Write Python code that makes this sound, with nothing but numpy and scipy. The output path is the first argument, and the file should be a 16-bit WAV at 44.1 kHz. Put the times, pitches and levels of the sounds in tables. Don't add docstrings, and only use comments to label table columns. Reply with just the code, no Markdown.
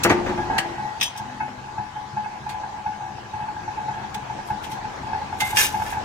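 import sys
import numpy as np
from scipy import signal
from scipy.fft import rfft, irfft
from scipy.io import wavfile
from scipy.ndimage import uniform_filter1d

SR = 44100
rng = np.random.default_rng(int(sys.argv[2]) if len(sys.argv) > 2 else 0)


def inscribe(sig):
    pcm = np.round(np.clip(np.atleast_2d(sig).T, -1, 1) * 32767)
    wavfile.write(sys.argv[1], SR, pcm.astype(np.int16))


N = 266364

SIDES = np.array([[.5], [-.5]])
FLUTTER_DB, FLUTTER_PER_S = 3, 160


def gain_of(db):
    return 10 ** (np.asarray(db) / 20)


def evened(x):
    return x / np.sqrt(np.mean(x ** 2) + 1e-20)


def read(points, hz):
    f, value = np.transpose(points)
    return np.interp(np.log(hz + 1), np.log(f + 1), value)


def add(mix, s, sound):
    part = mix[:, round(s * SR):][:, :sound.shape[1]]
    part += sound[:, :part.shape[1]]


def coloured(x, db_of):
    hz = np.fft.rfftfreq(x.shape[-1], 1 / SR)
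    return irfft(rfft(x) * gain_of(db_of(hz)), x.shape[-1])


def wander(rate):
    points = int(N / SR * rate) + 2
    return np.interp(np.linspace(0, points - 1, N), np.arange(points), rng.standard_normal(points))


def jagged(hz, depth_db, width):
    points = rng.standard_normal(int(SR / 2 / width) + 2)
    return depth_db * np.interp(hz / width, np.arange(len(points)), points)


def mode(push, hz, t60):
    step = (2j * np.pi * hz - np.log(1000) / t60) / SR
    return signal.lfilter([1], [1, -np.exp(step)], push)


def apart(x, other, lag, share):
    share = np.clip(share, 0, 1)
    right = np.sqrt(1 - share ** 2) * np.roll(x, lag) + share * other
    return np.array([x, right])


def struck(modes, stretch, rise, spacing_hz, flutter_db):
    hz, db, t60 = np.transpose(modes)[:, :, None]
    t = np.arange(SR // 3) / SR
    start, lead, spread = rng.standard_normal((3, len(modes), 1))
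    knots = rng.standard_normal((len(modes), FLUTTER_PER_S // 3 + 2))
    flutter = np.array([np.interp(t * FLUTTER_PER_S, np.arange(len(row)), row) for row in knots])
    turn = 2 * np.pi * hz * t + 3 * start
    shift = np.sign(lead) * np.minimum(hz / spacing_hz, .8)
    dying = gain_of(db + 1.2 * spread + flutter_db * flutter - 60 * t / (t60 * stretch))
    left = (dying * np.cos(turn + shift)).sum(0)
    right = (dying * np.cos(turn - shift)).sum(0)
    total = np.sqrt(np.sum(gain_of(db) ** 2))
    return np.array([left, right]) * (1 - np.exp(-t / rise)) / total


def burst(db_of, t60, rise, lag, share):
    t = np.arange(SR // 3) / SR
    noise, other = evened(coloured(rng.standard_normal((2, len(t))), db_of))
    return apart(noise, other, lag, share) * gain_of(-60 * t / t60) * (1 - np.exp(-t / rise))


# (f/Hz, level/dB)
HALL_COLOUR = [(12, -35), (30, -14.5), (134, -15), (211, -12.5), (594, -15.5), (855, -3.5), (1160, -15.5),
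               (1630, -14.5), (2200, -19), (6600, -29), (8700, -38), (12000, -48.5), (16200, -51)]
# (t/s, level of a 4 kHz bin before drift/dB, extra rumble/dB)
HALL_SWELL = [(0, -61.5, 11), (.4, -63.5, 11.5), (1.199, -68, -2), (1.6, -69.5, 2.5), (3.2, -69.5, 3.5),
              (3.7, -68, 5), (4.8, -66.5, 6.5), (5.4, -66, 5), (6.04, -63, 4)]
# (f/Hz, likeness from 0 to 1)
HALL_LIKENESS = [(60, 1), (180, 0.98), (550, 0.085), (1650, 0.052), (15000, 0.0072)]
# (f/Hz, level/dB)
HALL_LEFT = [(60, 3.5), (200, 1), (500, 2), (1300, 7), (2400, -5), (6000, 7), (15000, -4)]


def hall():
    frames, hz = N // 256 + 5, np.fft.rfftfreq(1024, 1 / SR)
    a, b, c, d, patches = rng.standard_normal((frames, 513, 5)).T
    patches = evened(uniform_filter1d(uniform_filter1d(patches, 10, 0), 10, 1))
    same = np.clip(read(HALL_LIKENESS, hz), -1, 1)[:, None]
    left = a + 1j * b
    right = same * left + np.sqrt(1 - same ** 2) * (c + 1j * d)
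    s, db, rumble_db = np.transpose(HALL_SWELL)
    t = np.arange(frames) * 256 / SR
    shape_db = read(HALL_COLOUR, hz) - read(HALL_COLOUR, np.array([4000.]))
    level_db = np.interp(t, s, db) + np.interp(t, s, rumble_db) / (1 + (hz[:, None] / 600) ** 2)
    side_db = SIDES[:, :, None] * read(HALL_LEFT, hz)[:, None]
    spectra = np.array([left, right]) * gain_of(shape_db[:, None] + level_db + 2.2 * patches + side_db)
    return signal.istft(spectra, nperseg=1024, noverlap=768)[1][:, :N]


# (f/Hz, rms level before wavering/dB)
MOTOR_TONES = [(137, -58), (204, -59.5), (1000, -53.5), (1082, -59), (1165, -57), (1500, -63.5)]


def motor():
    t, out = np.arange(N) / SR, np.zeros((2, N))
    for hz, db in MOTOR_TONES:
        lead = min(hz / 900, 1.5) * wander(3.4)
        waver_db = 3.0 * wander(5.5)
        phase = 2 * np.pi * hz * t + 0.9 * wander(6.0) + SIDES * lead
        out += np.sqrt(2) * gain_of(db + waver_db) * np.sin(phase)
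    return out


# (t/s, crack level/dB, ring relative to crack/dB, crack t60/s, crack brightness/dB per octave,
# ring brightness/dB per octave, time it rings freely/s, which piece as numbered in PIECES)
CLINKS = [(0.034, -8.5, -14, 0.062, 5.5, 9, .1, 3), (.096, -17, -3, 0.13, -1.5, 0, .1, 3),
          (.262, -22, -28, 0.21, -5, 15, 0.11, 3), (.581, -10.5, -12, 0.072, 0.5, -2, .03, 3),
          (1.000, -31, -3, .046, 2, -2, .02, 0), (1.011, -11.5, 0, 0.031, 1.5, 1.5, 0.0096, 0),
          (1.027, -9.5, -5, 0.019, 5.5, -1, 0.0047, 0), (1.031, -22.5, 7, 0.12, 4.5, 6.5, 0.055, 0),
          (1.163, -41, 3, .04, 10, 4, .02, 0), (1.175, -31, -2.5, 0.07, 8, 8, 0.026, 0),
          (2.490, -31.5, -11.5, 0.13, 2, 4, .06, 1), (4.143, -22, -28, 0.049, 3.5, 3, .06, 1),
          (4.638, -31.5, -3, 0.097, 3, -7, 0.046, 0), (4.715, -36, -4, 0.14, 5, -1, .05, 0),
          (5.404, -16, -5.5, 0.078, 4, 0.5, 0.082, 1), (5.57, -13, 1.5, 0.065, 5, -1.5, 0.045, 2),
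          (5.586, -19.5, 3.5, .04, 3, 7, 0.029, 2), (5.607, -20, 3.5, 0.051, -3, -5, 0.015, 2),
          (5.626, -16, -7, 0.047, 5, 9, 0.027, 2), (5.863, -31, 0.5, 0.026, 7, -6, .04, 2),
          (5.915, -40, -8, .04, 12, 2, .02, 2), (5.930, -26, -1.5, 0.042, -2.5, -23, 0.0076, 2)]
PIECES = [
    [(1900, -7, .15), (2380, -2, .07), (2500, 2, .035), (2625, -3, .2), (2850, -6, .1), (3068, -5, .4),
     (3198, 0, .45), (3330, -4, .3), (3480, -3, .25), (3714, 0, .06), (3822, -12, .35), (4975, -8, .2),
     (5150, -10, .12), (5350, -6, .18), (5400, -5, .05), (6013, -4, .3), (6815, -18, .1), (8231, -7, .05),
     (8834, -20, .3), (9512, -12, .04), (12050, -13, .05)],
    [(2090, 2, .3), (2160, -6, .3), (2300, -9, .15), (2650, -8, .2), (2907, -6, .18), (3300, -9, .12),
     (3560, -5, .18), (3774, -6, .14), (4893, -13, .15), (6455, -10, .12), (7084, -16, .1),
     (8150, -18, .09), (11640, -13, .05), (14350, -22, .08)],
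    [(1735, 0, .13), (2100, -8, .15), (2480, -8, .15), (2300, -9, .1), (2752, -3, .13), (3000, -10, .1),
     (3240, -9, .12), (3540, -11, .1), (3790, -10, .14), (4748, -8, .12), (4900, -11, .1), (5280, -9, .12),
     (5652, -7, .13), (5822, -8, .13), (6224, -6, .13), (6630, -7, .11), (7070, -10, .11), (8570, -11, .09),
     (9360, -12, .09), (12190, -12, .05), (13040, -14, .06), (15406, -14, .05)],
    [(1600, -2, .07), (2030, -2, .06), (2300, -3, .06), (3500, -7, .04), (4000, -6, .04), (4700, -6, .04),
     (6250, -1, .05), (6900, -6, .04)],
]
# (crack rise/s, left-right difference/dB, ring length factor)
PIECE_CONTACT = [(0.0044, 2, 0.87), (0.0037, -1, 1.55), (0.0033, -2.5, 1.7), (0.0036, 2, 1.4)]
# (f/Hz, level/dB per Hz)
CRACK_COLOUR = [(400, -12.5), (1000, -7.5), (2000, -4), (4000, -10.5), (8000, -20), (16000, -32.5)]
# (level relative to the crack/dB, t60/s, extra brightness/dB per octave)
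FIRST_TOUCH = (0.6, 0.0071, 4.1)
# (start t/s, hold/s, level before unsteadiness/dB)
RUB_STROKES = [(4.475, .005, -46), (4.641, .005, -47), (4.713, 0.0059, -43), (5.406, 0.0041, -32.5),
               (5.449, 0.06, -33.5), (5.565, 0.092, -24.5), (5.684, 0.22, -45.5), (5.906, 0.011, -40)]
# (f/Hz, level/dB per Hz)
RUB_COLOUR = [(600, -13), (1500, -0.5), (3000, -1.5), (6000, -9.5), (9000, -3.5), (12000, -6.5),
              (16000, -12)]
LANDED = round(5.56 * SR)
STROKE_RISE_DB_PER_S, STROKE_FADE_DB_PER_S = 800, 404
SETTLE_DB_PER_S = 2200
SHEET_DB = 3
RUBBED = .4


def clink(db, ring_db, t60, bright_db, tilt_db, free, piece):
    rise, left_db, stretch = PIECE_CONTACT[piece]
    touch_db, touch_t60, touch_bright_db = FIRST_TOUCH

    def crack_colour(hz):
        tilt = bright_db * np.log2((hz + 1) / 4000)
        return read(CRACK_COLOUR, hz) + tilt + jagged(hz, SHEET_DB, 247.7)

    def touch_colour(hz):
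        return read(CRACK_COLOUR, hz) + (bright_db + touch_bright_db) * np.log2((hz + 1) / 4000)

    crack = burst(crack_colour, t60, rise, lag=5, share=0.97)
    touch = burst(touch_colour, touch_t60, rise, lag=5, share=0.25)
    crack = crack + gain_of(touch_db) * touch
    modes = [(f, d + tilt_db * np.log2(f / 4000), ringing) for f, d, ringing in PIECES[piece]]
    ring = struck(modes, stretch, rise=0.00018, spacing_hz=2810, flutter_db=FLUTTER_DB)
    t = np.arange(ring.shape[1]) / SR
    ring = gain_of(ring_db) * ring * gain_of(-SETTLE_DB_PER_S * np.maximum(t - free, 0))
    return gain_of(db + left_db * SIDES) * (crack + ring)


def rubbing():
    t = np.arange(N) / SR
    start, hold, db = np.transpose(RUB_STROKES)[:, :, None]
    rising_db = STROKE_RISE_DB_PER_S * np.maximum(start - t, 0)
    fading_db = STROKE_FADE_DB_PER_S * np.maximum(t - start - hold, 0)
    stroke_db = (db - rising_db - fading_db).max(0)
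    stroke = gain_of(stroke_db + 3.0 * wander(250.) + 1.2 * wander(45.))
    grit = rng.standard_normal((2, N))
    rub = stroke * evened(coloured(grit, lambda hz: read(RUB_COLOUR, hz) + jagged(hz, 4.6, 60)))
    out = apart(*rub, lag=7, share=0.78)
    held, lying = slice(round(4.4 * SR), LANDED), slice(LANDED, N)
    for piece, sounding, share_db in ((1, held, -30), (2, lying, -27.5)):
        for hz, db, t60 in PIECES[piece]:
            catching = gain_of(3.5 * wander(90.)[sounding])
            ring = mode((stroke * grit[0])[sounding] * catching, hz, t60 * RUBBED)
            out[:, sounding] += gain_of(db + share_db) * (ring * np.exp(1.6j * SIDES)).real
    return out


def steel():
    out = np.zeros((2, N))
    for s, *touch in CLINKS:
        add(out, s, clink(*touch))
    return out + rubbing()


# (t/s, level/dB, ring length factor, bang relative to level/dB)
FRAME_THUDS = [(0.048, -9.5, 0.84, -0.5), (0.1, -10.5, 0.75, -0.5), (0.114, -9.5, 0.66, -5.5),
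               (0.169, -19, 0.76, -29), (0.262, -20, 0.94, -2.5), (0.291, -17, 0.86, -8),
               (0.375, -16.5, 0.62, -10), (0.655, -28, 0.47, -15), (1.48, -43, 0.43, 12)]
# (f/Hz, level/dB, t60 before the ring length factor/s)
FRAME_MODES = [(106, -4, 0.37), (130.7, -2.5, 0.24), (210.5, 2.5, 0.32), (258, -5, 0.33), (292, 9.5, 0.082),
               (351.6, 4.5, 0.41), (367.6, 4, 0.2), (448, -3, 0.22), (562.4, -7, 0.24), (684, 1.5, 0.17),
               (806, -2, 0.2), (892, -0.5, 0.41), (1193, -4, 0.25), (1460, -20, 0.15), (1550, -16, 0.077),
               (2060, -14, 0.16)]
# (f/Hz, level/dB per Hz)
BANG_COLOUR = [(30, -47), (80, -6), (350, 5.5), (1000, -1), (2000, -1.5), (5000, -27), (12000, -39)]
SHUDDER_DB = 4.5


def press():
    out = np.zeros((2, N))
    for s, db, stretch, bang_db in FRAME_THUDS:
        ring = struck(FRAME_MODES, stretch, rise=0.0097, spacing_hz=2590, flutter_db=SHUDDER_DB)
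        bang = burst(lambda hz: read(BANG_COLOUR, hz), 0.17 * stretch, rise=0.0013, lag=6, share=0.35)
        add(out, s, gain_of(db) * ring)
        add(out, s, gain_of(db + bang_db) * bang)
    return out * gain_of(2.3 * SIDES)


CARRIED = 0.45


def knocked(s, level_db, lasting, modes, contact, early, chatter_db):
    chatter = gain_of(chatter_db) * rng.standard_normal(N) * (rng.random(N) < .002)
    chance, out = rng.standard_normal((len(s), len(modes), 2)), np.zeros((2, N))
    at, n = np.round((s - early) * SR).astype(int), np.arange(round(contact * SR))
    last = np.searchsorted(at, np.arange(at[0], N), "right") - 1
    since = np.arange(at[0], N) - at[last]
    for k, (hz, db, t60, lead) in enumerate(modes):
        blows = gain_of(level_db + 2.0 * chance[:, k, 0]) * np.exp(.5j * chance[:, k, 1])
        step = (2j * np.pi * hz - np.log(1000) / (t60 * lasting)) / SR
        left_overs = CARRIED * np.exp(step[:-1] * np.diff(at))
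        for i, left_over in enumerate(left_overs):
            blows[i + 1] += left_over * blows[i]
        ring = mode(chatter, hz, t60)
        ring[at[0]:] += blows[last] * np.exp(step[last] * since)
        in_step = np.exp(2j * np.pi * hz * (n - .58 * len(n)) / SR)
        soft = np.hanning(len(n)) * in_step / len(n) * 2
        softened = signal.oaconvolve(ring, soft)[:N]
        out += (gain_of(db) * np.exp(1j * lead * SIDES) * softened).real
    return out


# (t/s, strength as a level/dB, ring length factor)
GEAR_KNOCKS = [(.378, -24, 1.9), (.501, -16, 1.3), (.531, -17.5, 1.7), (.567, -18, 1.2), (.577, -15, 0.38),
               (.647, -27, 0.5), (.782, -27, 2.7), (.976, -29, 0.35), (1.157, -32, 0.87),
               (1.2, -26.5, 0.95), (1.407, -18, 0.92), (1.641, -35.5, 1.1), (1.687, -40.5, 1.6),
               (1.782, -19, 0.65), (1.96, -33, 1.54), (2.171, -21, 0.66), (2.261, -21.5, 0.35),
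               (2.316, -30.5, 0.96), (2.466, -23, 0.48), (2.491, -32.5, 2.3), (2.546, -24.5, 0.52),
               (2.6, -34.5, .9), (2.636, -26, 0.74), (2.745, -35, 0.83), (2.785, -32.5, 0.89),
               (2.863, -19.5, 0.71), (3.008, -29, 1.84), (3.184, -28, 0.19), (3.338, -26.5, 0.92),
               (3.404, -25.5, 0.77), (3.425, -22.5, 0.63), (3.458, -33, 0.83), (3.486, -20.5, 0.36),
               (3.566, -27.5, 0.56), (3.68, -23, 0.48), (3.777, -27, 1.7), (3.833, -27, 0.95),
               (3.885, -21.5, 0.87), (3.941, -26.5, 1), (3.977, -27.5, 2), (4.04, -25.5, 0.55),
               (4.154, -23.5, 0.51), (4.3, -24.5, 0.93), (4.39, -22.5, 0.29), (4.504, -19, 0.65),
               (4.667, -34, 0.7), (4.722, -30.5, 0.96), (4.847, -24, 0.55), (4.949, -43, 0.54),
               (5.035, -29.5, 0.76), (5.07, -27.5, 0.73), (5.133, -18.5, .8), (5.216, -25.5, 0.31),
               (5.328, -20.5, 0.53), (5.421, -13, 0.34), (5.532, -17.5, 0.56), (5.585, -20, 0.27),
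               (5.645, -25, 0.27), (5.691, -33, 0.89), (5.744, -15.5, 0.71), (5.799, -22, 1.7),
               (5.82, -12.5, 0.22), (5.926, -20.5, 0.65), (5.947, -29, 0.67), (5.971, -18, 0.52)]
# (f/Hz, level/dB, t60 before the ring length factor/s, left leads/rad)
HOUSING_MODES = [
    [(674, -21, 0.12, 1), (729.7, -14, 0.3, 1.23), (778, -12, 0.46, -1.36), (848.7, -2.5, 0.39, -1.06),
     (864, -8, 0.11, 0), (883, -5.5, 0.24, -0.5), (936, -11.5, 0.28, 2.5), (957, -13, 0.22, -1.5)],
    [(1302, -14, 0.11, 1.5), (1490, -8.5, 0.22, -1.5), (1583, -13.5, 0.12, -1), (1632, 0, 0.094, 1.54),
     (1730, -9.5, 0.29, -4), (2177, -11, 0.2, 2), (2585, -10.5, 0.13, 1.5)],
    [(77.5, -6.5, 0.17, .1), (108, -1.5, 0.18, .1), (133.7, -2, 0.26, .1), (205.6, -4.5, 0.37, 0.71),
     (355.2, -9.5, 0.21, 0.19)],
]
# (level at a usual knock/dB, share of the knock's strength
# that it follows, chance/dB, contact/s, lead before the listed time/s, chatter/dB, left-right difference/dB)
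TOOTH_CONTACT = [(-21.5, 0.79, -0.5, .03, .016, -49.5, 0.5), (-34, 1, 1.5, 0.006486, 0.002912, -47.5, 1.5),
                 (-37, 0.73, 3, 0.02926, 0.0081, -48, 3)]
# (t/s, level before a 0.5 dB lift/dB)
UPPER_KNOCKS = [(1.4025, -20.5), (1.7804, -35), (1.9587, -33), (2.2431, -25), (2.5035, -33), (2.8625, -38),
                (2.931, -32), (3.4825, -35), (3.6788, -33), (3.882, -37), (4.1477, -37), (4.2999, -34),
                (4.4979, -31), (5.128, -29)]
USUAL_KNOCK_DB = -22


def drive():
    s, level_db, lasting = np.transpose(GEAR_KNOCKS)
    out = np.zeros((2, N))
    for modes, way in zip(HOUSING_MODES, TOOTH_CONTACT):
        db, follow, chance_db, contact, early, chatter_db, left_db = way
        felt_db = db + follow * (level_db - USUAL_KNOCK_DB) + chance_db * rng.standard_normal(len(s))
        knocks = knocked(s, felt_db, lasting, modes, contact, early, chatter_db)
        out += gain_of(left_db * SIDES) * knocks
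    upper = [m[:3] for m in HOUSING_MODES[1]]
    for at, db in UPPER_KNOCKS:
        bright = struck(upper, 0.47, rise=0.0036, spacing_hz=2000, flutter_db=FLUTTER_DB)
        add(out, at, gain_of(db + 0.5) * bright)
    return out


# (start t/s, end t/s, f/Hz, rms level before unsteadiness and fades/dB)
SINGING_TONES = [(0.4, 1.02, 1926, -47), (2.28, 2.88, 1003, -48), (0.38, 0.45, 1655, -36),
                 (0.54, 0.65, 1680, -35), (0.42, 0.43, 330, -40), (0.6, 0.768, 340, -40),
                 (1.2, 1.654, 248, -45.5), (4.805, 7.2, 81, -45)]


def singing():
    out = np.zeros((2, N))
    for start, end, hz, db in SINGING_TONES:
        t = np.arange(0, end - start, 1 / SR)
        unsteady = evened(uniform_filter1d(rng.standard_normal(len(t)), 700))
        tone = np.sin(2 * np.pi * hz * t + .5 * unsteady + SIDES * min(hz / 1200, 1.5))
        swell = signal.windows.tukey(len(t), .4)
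        add(out, start, np.sqrt(2) * gain_of(db + 2.4 * unsteady) * swell * tone)
    return out


# (f/Hz, t60/s)
ROOM_FADE = [(100, 0.42), (800, 0.49), (4000, 0.32), (12000, 0.16)]


def room(x):
    taps = np.zeros((2, SR))
    at = np.arange(500, SR - 20, 20) + rng.integers(0, 20, (2, (SR - 501) // 20))
    np.put_along_axis(taps, at, rng.choice([-1., 1.], at.shape), 1)
    hz, t, z = signal.stft(taps, SR, nperseg=256)
    dying = gain_of(-60 * t / read(ROOM_FADE, hz)[:, None])
    tail = signal.istft(z * dying, SR, nperseg=256)[1]
    return signal.fftconvolve(x, tail / np.linalg.norm(tail[0]), axes=1)[:, :N]


def scene():
    gears, ram, parts = drive(), press() + singing(), steel()
    echoes = room(gain_of(-16.0) * gears + gain_of(-14.0) * ram + gain_of(-16.0) * parts)
    return gears + ram + parts + echoes + motor() + hall()


EDGE_HZ = 15850


def record(dry):
    heard = coloured(dry, lambda hz: -10 * np.log10(1 + (25 / (hz + 1)) ** 4))
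    low_pass = signal.firwin(511, EDGE_HZ, window=("kaiser", 9), fs=SR)
    return signal.oaconvolve(heard, low_pass[None], "same")


dry = scene()
out = record(dry)
inscribe(out)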